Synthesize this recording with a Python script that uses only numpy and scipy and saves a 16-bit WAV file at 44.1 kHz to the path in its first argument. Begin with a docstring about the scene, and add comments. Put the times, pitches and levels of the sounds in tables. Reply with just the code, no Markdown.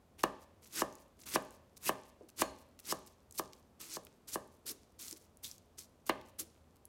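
"""A chef's knife dices firm mango on a bamboo board, heard close up in a small kitchen.
Each stroke crunches as wet cells rupture, and most end in an impact that excites the damped modes
of board and blade. Juicy pieces tick, squeak and squelch against the steel or thud on the wood;
late on, the knife pushes the heap together. The room reverberates over soft air noise and a low drone."""
import sys
import numpy as np
from scipy import signal
from scipy.fft import rfft, irfft, next_fast_len
from scipy.io import wavfile

SR = 44100
rng = np.random.default_rng(int(sys.argv[2]) if len(sys.argv) > 2 else 0)


def file_out(sig):
    """Save sig as 16-bit WAV at sys.argv[1]."""
    # one column per channel
    cols = np.atleast_2d(sig).T
    # limit, then scale
    lim = np.clip(cols, -1, 1)
    pcm = np.round(lim * 32767).astype(np.int16)
    wavfile.write(sys.argv[1], SR, pcm)


N = 303408
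TIME = np.arange(N) / SR

# Modes of the board, plus the room's low boom after each knock:
# (frequency [Hz], relative level [dB], T60 [s], signed weight [1])
KNOCK_MODES = [(51.2, -34.5, 0.56, 1), (127.4, -26.5, .2, -0.59), (205, -12, 0.062, 1),
               (275, -24.5, 0.27, -0.94), (327.4, 0.5, 0.031, -0.9), (350, -34.5, .26, -0.57),
               (394, 0.5, .033, 0.96), (489, -9, 0.036, 0.8), (545, -10.5, 0.099, -0.65),
               (576, -29, 0.44, -1.8), (624, -16.5, 0.065, -2.46), (766, 4, 0.008, -1.01),
               (905, -28.5, 0.031, -1.9), (1040, -33.5, .12, 1), (1093, 1, 0.029, 0.77),
               (1190, 1.5, 0.026, 0.91), (1410, -8, 0.008, 1), (1610, -5.5, 0.021, 0.94),
               (1730, -4.5, 0.036, 0.57), (2180, -26.5, 0.026, 0.86), (2600, -27, .016, 0.77),
               (2880, -7, 0.041, -0.51)]
# Impacts of the edge: (time [s], mode gain [dB], contact cutoff [Hz], rasp level [dB],
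# fibre level [dB], blade gain [dB])
IMPACTS = [(0.2377, -23, 3360, -35.5, -32.5, -76), (0.8200, -24.5, 2070, -52, -39.5, -68),
           (1.3588, -23.5, 2080, -33, -49, -65), (1.8931, -24.5, 2700, -38, -36.5, -67),
           (2.4195, -24, 3360, -32, -28, -52.5), (2.9246, -29.5, 1800, -61, -35, -62),
           (3.3963, -29.5, 1080, -52, -39, -65), (3.9693, -37.5, 1150, -71, -65, -79),
           (4.3575, -30.5, 1600, -56, -48.5, -74), (6.0957, -24.5, 6600, -28, -37, -61)]
def knocks(vary_db=1.22, fibre_lead_s=0.0047, fibre_t60=0.015, fibre_hz=7500, rasp_t60=0.043):
    """Impact excitation: the edge rings board and room; flesh under it softens the contact."""
    out, t = np.zeros(N), np.arange(SR // 2) / SR
    for s, db, contact_hz, rasp_db, fibre_db, blade_db in IMPACTS:
        strengths = from_db(vary_db * rng.standard_normal(len(KNOCK_MODES)))   # a new spot each blow
        modes = sum(strength * weight * from_db(level) * np.sin(2 * np.pi * hz * t) * fade(t, t60)
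                    for strength, (hz, level, t60, weight) in zip(strengths, KNOCK_MODES))
        knock = from_db(db) * butter(modes, contact_hz, "low", order=1)
        # the many weak higher modes of the wood blur into a short rasp
        rasp = butter(rng.standard_normal(len(t)), 3880, "low", order=8)
        rasp = butter(rasp, 1600, "high", order=4)
        rasp = rms_one(butter(rasp, 1900, "low", order=1))
        add(out, s, knock + from_db(rasp_db) * rasp * fade(t, rasp_t60) + blade_ring(t, blade_db))
        # the last fibres tear just before the edge lands
        fibres = butter(rng.standard_normal(len(t)), 4200, "high")
        fibres = rms_one(butter(fibres, fibre_hz, "low", order=1))
        envelope = np.minimum(np.sqrt(t / fibre_lead_s), fade(t - fibre_lead_s, fibre_t60))
        add(out, s - fibre_lead_s, from_db(fibre_db) * fibres * envelope)
    return out


# Modes of the steel blade: (frequency [Hz], relative level [dB], T60 [s])
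BLADE_MODES = [(2750, -11, .4), (2930, -9, .35), (3900, -9, 0.35), (4250, -6.5, 0.53), (4300, 1, 0.3),
               (4385, -5, 0.247), (4512, -5, 0.23), (6700, 1, 0.21), (7200, -0.5, 0.18)]
def blade_ring(t, db, bare_strike_db=-52.5, pivot_hz=3500):
    """Free vibration: the more flesh cushions the blow, the less the high modes of the steel sound."""
    tilt_db_per_octave = 1.3 * np.clip(bare_strike_db - db, 0, 10)
    return sum(from_db(db + level - tilt_db_per_octave * max(np.log2(hz / pivot_hz), 0))
               * np.sin(2 * np.pi * hz * t) * fade(t, t60) for hz, level, t60 in BLADE_MODES)


# The blade drives through the flesh: (time of peak force [s], swell [s], gain [dB],
# tearing offset [dB], spray offset [dB])
DOWNSTROKES = [(0.799, 0.089, -39, -6.5, -4.5), (1.356, 0.047, -35.5, -6.5, -5), (1.885, 0.063, -39, -4, 2),
               (2.406, 0.038, -39.5, -6, -2), (2.918, 0.076, -40, -7.5, -4), (3.39, .018, -38, -13.5, -0.5),
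               (3.95, 0.1, -44, -12.5, -10), (4.342, 0.035, -41.5, -12.5, -2)]
# The blade grazes the fruit or shoves the heap: (time [s], duration [s], gain [dB], decay [dB],
# tearing offset [dB], spray offset [dB])
GLANCING_STROKES = [(0.193, 0.027, -57.5, 5.5, 0, 0), (1.267, 0.057, -51.5, 2.5, -4, 2),
                    (3.348, .03, -63, -5, -8, 5), (3.808, 0.09, -50, 10, -6.5, -3),
                    (4.286, .034, -48.5, 13, -7, -1), (4.669, 0.043, -44, 2, -11, -1.5),
                    (4.998, 0.13, -51.5, 3.5, -9.5, -1.5), (5.44, 0.12, -47.5, 21.5, -12.5, -2),
                    (5.786, 0.062, -50, 15.5, -13.5, -4.5), (6.07, 0.0082, -53.5, -0.5, -7, 1.5),
                    (6.398, 0.02, -39.5, 12.5, -10.5, 3)]
def stroke_gains(swell_db=24, swell_shape=1.7, stop_short_s=0.0045):
    """Incoherent addition: strokes sum in power to give the envelopes of crunch, tearing and spray."""
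    moves = []
    for s, swell, db, tearing_db, spray_db in DOWNSTROKES:
        landing = min(impact[0] for impact in IMPACTS if impact[0] > s - swell)
        force = from_db(db - swell_db * np.minimum(np.abs((TIME - s) / swell), 1) ** swell_shape)
        grip = contact(s - swell, landing - stop_short_s, attack_s=swell / 2, release_s=0.017)
        moves.append((force * grip, tearing_db, spray_db))
    for s, length, db, decay_db, tearing_db, spray_db in GLANCING_STROKES:
        force = from_db(db - decay_db * np.clip((TIME - s) / length, 0, 1))
        grip = contact(s, s + length, attack_s=0.017, release_s=0.029)
        moves.append((force * grip, tearing_db, spray_db))
    return np.sqrt(sum(np.outer(from_db([0, *offsets]), gain) ** 2 for gain, *offsets in moves))


def contact(start, end, attack_s, release_s):
    """Contact envelope: the blade takes hold of the flesh, stays in it and lets go."""
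    return np.clip(np.minimum((TIME - start) / attack_s, (end - TIME) / release_s) + 1, 0, 1) ** 2


# Spectra of bright crunch, deep tearing and fine spray: (frequency [Hz], relative level [dB])
CRUNCH_SPECTRUM = [(1500, -32), (3000, -11), (4200, -1.5), (6000, 1.5), (8000, -1.5), (9500, -7),
                   (12000, -14), (16000, -19)]
TEARING_SPECTRUM = [(100, -10.5), (330, 2.5), (700, -13.5), (1100, -4.5), (1700, -6.5), (2100, -3),
                    (2700, -3.5), (3500, -5), (5500, -19.5)]
SPRAY_SPECTRUM = [(4000, -33.5), (8000, -4), (10000, 0), (13000, -1), (16000, -9)]
def cutting(crunch_db=-2, tearing_db=0.5, spray_db=-0.8, fizz_db=-4, dense_db=-38):
    """Fracture noise: cells burst sparsely under a light blade and densely as the force rises."""
    crunch, tearing, spray = stroke_gains() * from_db([crunch_db, tearing_db, spray_db])[:, None]
    bursts_per_s = 900 + 12000 * np.minimum(crunch / from_db(dense_db), 1) ** 1.5
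    layers = [(crunch, CRUNCH_SPECTRUM), (tearing, TEARING_SPECTRUM), (spray, SPRAY_SPECTRUM)]
    fracture = sum(gain * colour(grains(bursts_per_s, spread_db=3), shape) for gain, shape in layers)
    return fracture * stick_slip(per_s=260, depth_db=1) + from_db(fizz_db) * crunch * fizz()


def stick_slip(per_s, depth_db):
    """Stick-slip friction: the gain wavers as the blade catches and gives way."""
    steps = rng.standard_normal(N // 10)
    return rms_one(from_db(depth_db * np.interp(TIME * per_s, np.arange(len(steps)), steps)))


def fizz(per_s=110, q=11):
    """Bubble resonance: tiny juice bubbles burst, each ringing briefly at its own pitch."""
    pitches_hz = np.geomspace(3500, 13000, 14)
    return rms_one(sum(resonate(grains(per_s, spread_db=10), hz, hz / q) for hz in pitches_hz))


# The loudest breaks of fibre and juice: (time [s], relative peak level [dB], frequency [Hz])
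RUPTURES = [(0.208, -39, 4550), (0.926, -45, 6500), (0.9532, -40.5, 6900), (1.507, -40.5, 7900),
            (2.4139, -16, 6700), (3.3099, -39, 7760), (3.3238, -39, 7500), (3.533, -36.5, 4000),
            (4.05, -37, 11700), (4.0683, -40.5, 2100), (5.0818, -31, 6000), (5.1107, -30, 6700),
            (5.1274, -29.5, 6500), (5.3714, -42.5, 9700), (5.4447, -29, 3500), (5.5137, -31.5, 6060),
            (5.581, -43.5, 6340), (5.791, -31, 6800), (6.213, -43, 2460), (6.8536, -36, 11000)]
def snaps(q=2.3, t60=0.0091, broadband_db=-19, gain_db=-3.5):
    """Transient excitation: a breaking fibre or bubble rings a heavily damped resonance as a tick."""
    out, t = np.zeros(N), np.arange(SR // 50) / SR
    for s, db, hz in RUPTURES:
        burst = butter(rng.standard_normal(len(t)) * fade(t, t60), hz / 2, "high")
        tick = resonate(burst, hz, hz / q) + from_db(broadband_db) * burst
        add(out, s, from_db(db + gain_db) * tick / np.abs(tick).max())
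    return out


# Wet flesh rubs on steel: (time [s], duration [s], start pitch [Hz], end pitch [Hz], level [dB])
RUBS = [(0.759, 0.069, 1690, 1587, -53.5), (1.344, 0.019, 5650, 5580, -43), (1.852, 0.062, 2604, 2845, -48),
        (2.891, 0.037, 5000, 5480, -45), (4.677, 0.043, 5340, 5500, -52.5), (5.437, 0.038, 3314, 4080, -54)]
def squeaks(width_hz=450):
    """Friction-induced vibration: flesh drags on the blade and sings in a narrow, gliding band."""
    out = np.zeros(N)
    for s, length, start_hz, end_hz, db in RUBS:
        size = int(length * SR)
        roughness = rms_one(butter(rng.standard_normal(SR // 10), width_hz / 2, "low")[:size])
        tone = np.sin(2 * np.pi * np.cumsum(np.linspace(start_hz, end_hz, size)) / SR)
        add(out, s, from_db(db) * rms_one(roughness * tone * signal.windows.tukey(size, .5)))
    return out


# Pieces dropped or shoved on the board: (time [s], duration [s], frequency [Hz], level [dB])
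SOFT_IMPACTS = [(2.208, 0.026, 460, -56), (2.229, 0.042, 310, -63), (4.652, 0.16, 382, -69),
                (4.699, 0.045, 326, -59), (5.125, 0.037, 350, -58), (5.446, 0.021, 128, -66),
                (6.404, 0.064, 343, -59)]
def thuds(width_hz=130):
    """Compliant impact: soft fruit spreads its force over time, so the board sounds dull."""
    out, t = np.zeros(N), np.arange(SR // 4) / SR
    for s, length, hz, db in SOFT_IMPACTS:
        push = rng.standard_normal(len(t)) * fade(t, 3 * length)
        thud = resonate(resonate(push, hz, width_hz), hz, 2 * width_hz)
        add(out, s, from_db(db) * thud / np.sqrt(np.sum(thud ** 2) / (length * SR)))
    return out


# A wet piece sticks to the blade or slides off: (time [s], duration [s], level [dB])
WET_CONTACTS = [(0.611, 0.083, -63), (1.183, 0.07, -62), (1.761, 0.023, -58), (2.284, 0.021, -61),
                (2.787, 0.02, -56), (3.058, 0.028, -60.5), (5.153, 0.034, -61), (5.182, 0.1, -72),
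                (6.752, 0.02, -72)]
def squelches(peel_delay_s=0.15, peel_s=0.068, peel_offset_db=-46.5):
    """Wet adhesion: juice films part in clumps of clicks, also as the blade lifts after each knock."""
    out, crackle = np.zeros(N), wet_crackle(per_s=2200, spread_db=10.5)
    peels = [(s + peel_delay_s, peel_s, db + peel_offset_db) for s, db, *_ in IMPACTS]
    for s, length, db in WET_CONTACTS + peels:
        clump = crackle[(TIME >= s) & (TIME < s + length)]
        add(out, s, from_db(db) * rms_one(clump * signal.windows.tukey(len(clump), .5)))
    return out


def settling_juice(cuts, gain_db=-23, settle_s=0.13):
    """Exponential relaxation: after each cut the wet heap ticks ever more faintly as it settles."""
    pole = np.exp(-2 / (settle_s * SR))
    agitation = np.sqrt(signal.lfilter([1 - pole], [1, -pole], cuts ** 2 + 1e-18))
    ticks = butter(wet_crackle(per_s=70, spread_db=5.5), 11000, "low", order=1)
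    return from_db(gain_db) * agitation * ticks


def wet_crackle(per_s, spread_db):
    """Film rupture: breaking juice gives random clicks, from low pops to fine spray."""
    layers = [(-1.5, CRUNCH_SPECTRUM), (-7, TEARING_SPECTRUM), (-1, SPRAY_SPECTRUM)]
    return rms_one(sum(from_db(db) * colour(grains(per_s, spread_db), shape) for db, shape in layers))


# Reverberation time of the kitchen: (frequency [Hz], T60 [s])
REVERB_T60 = [(100, 0.46), (300, 0.44), (600, 0.59), (1200, 0.49), (3000, 0.75), (7000, 0.5), (16000, 0.11)]
# Strength of the reverberation: (frequency [Hz], level against the direct sound [dB])
REVERB_LEVEL = [(80, 0), (300, -10.5), (600, -4), (1200, -9.5), (3000, -15), (7000, -15.5), (16000, -17.5)]
def kitchen_reverb(x, first_echo_s=0.0046, early_db=4, early_t60=0.13, hiss_above_hz=2400):
    """Reverberation: counter and cupboards reflect early, then a diffuse tail dies band by band."""
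    t, response, treble = np.arange(int(.7 * SR)) / SR, 0, 0
    edges_hz = np.geomspace(50, 17000, 15)
    for low, high in zip(edges_hz, edges_hz[1:]):
        hz = np.sqrt(low * high)
        band = signal.butter(2, [low, high], "band", fs=SR, output="sos")
        early_boost = 1 + from_db(early_db) * fade(t, early_t60)
        envelope = fade(t, at_hz(REVERB_T60, hz)) * early_boost * (t > first_echo_s)
        gain = from_db(at_hz(REVERB_LEVEL, hz))
        if hz < hiss_above_hz:
            echoes = rms_one(signal.sosfilt(band, rng.standard_normal(len(t)) * envelope))
            response += gain * echoes * np.sqrt(2 * (high - low) / SR / len(t))
        else:   # the treble reverberation is a smooth hiss that follows the sound's decaying energy
            energy_decay = envelope ** 2 / np.sum(envelope ** 2)
            energy = signal.oaconvolve(signal.sosfilt(band, x) ** 2, energy_decay)[:N]
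            hiss = rms_one(signal.sosfilt(band, rng.standard_normal(N)))
            treble += gain * np.sqrt(np.abs(energy)) * hiss
    return signal.fftconvolve(x, response)[:N] + treble


# Spectrum of the air noise: (frequency [Hz], relative level [dB])
AIR_SPECTRUM = [(15, -41.5), (25, -12.5), (64, -2), (170, -7.5), (242, -3), (301, -8.5), (591, -11),
                (911, -17), (1040, -17), (1700, -26), (2000, -27), (3820, -31), (7510, -34), (14800, -37.5),
                (16000, -45.5)]
# Low drone of the kitchen: (frequency [Hz], level [dB])
DRONE_BANDS = [(58, -87), (82, -73)]
def ambience(air_db=-67, drone_width_hz=7):
    """Stationary noise: a broad band is heard as soft air, narrow bands as a wavering drone."""
    drone = sum(from_db(db) * rms_one(resonate(rng.standard_normal(N + SR), hz, drone_width_hz)[SR:])
                for hz, db in DRONE_BANDS)
    return from_db(air_db) * colour(rng.standard_normal(N), AIR_SPECTRUM) + drone


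def grains(per_s, spread_db):
    """Shot noise: random clicks of uneven size, with the same power at any rate."""
    sizes = from_db(spread_db * np.minimum(rng.exponential(1, N), 3))
    return rms_one(sizes * rng.choice([-1, 1], N) * (rng.random(N) < per_s / SR) / np.sqrt(per_s))


def colour(x, spectrum):
    """Spectral shaping to unit rms."""
    size = next_fast_len(N)
    gain = from_db(at_hz(spectrum, np.fft.rfftfreq(size, 1 / SR)))
    return rms_one(irfft(rfft(x, size) * gain, size)[:N])


def resonate(x, hz, width_hz):
    """Two-pole resonance with unit peak gain."""
    r = np.exp(-np.pi * width_hz / SR)
    feedback = [1, -2 * r * np.cos(2 * np.pi * hz / SR), r * r]
    return signal.lfilter((1 - r * r) / 2 * np.array([1, 0, -1]), feedback, x)


def butter(x, hz, kind, order=2):
    """Maximally flat low- or high-pass."""
    return signal.sosfilt(signal.butter(order, min(hz, SR / 2 - 1000), kind, fs=SR, output="sos"), x)


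def at_hz(points, hz):
    """Interpolation on a log-frequency axis."""
    f, value = np.transpose(points)
    return np.interp(np.log(np.maximum(hz, 1)), np.log(f), value)


def add(track, s, sound):
    """Superposition of a short sound on a track at time s."""
    i = max(round(s * SR), 0)
    part = sound[:max(N - i, 0)]
    track[i:i + len(part)] += part


def fade(t, t60):
    """Exponential decay, 60 dB in t60 seconds."""
    return np.exp(-np.log(1000) * t / t60)


def from_db(db):
    """Decibels to amplitude ratio."""
    return 10 ** (np.asarray(db) / 20)


def rms_one(x):
    """Normalisation to unit rms."""
    return x / np.sqrt(np.mean(x ** 2) + 1e-20)


def scene():
    """Superposition: the sound of knife, fruit and board, its reverberation and the ambience."""
    cuts = cutting()
    dicing = knocks() + cuts + squeaks() + thuds() + squelches() + snaps() + settling_juice(cuts)
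    return (dicing + kitchen_reverb(dicing) + ambience())[None]


def record(dry):
    """Band limiting: the microphone thins the deep bass, and a steep low-pass cuts the top."""
    bass_hz, top_hz = 35, 16200
    low_pass = signal.ellip(10, .1, 70, top_hz, fs=SR, output="sos")
    return signal.sosfilt(low_pass, butter(dry, bass_hz, "high"))


dry = scene()
out = record(dry)
file_out(out)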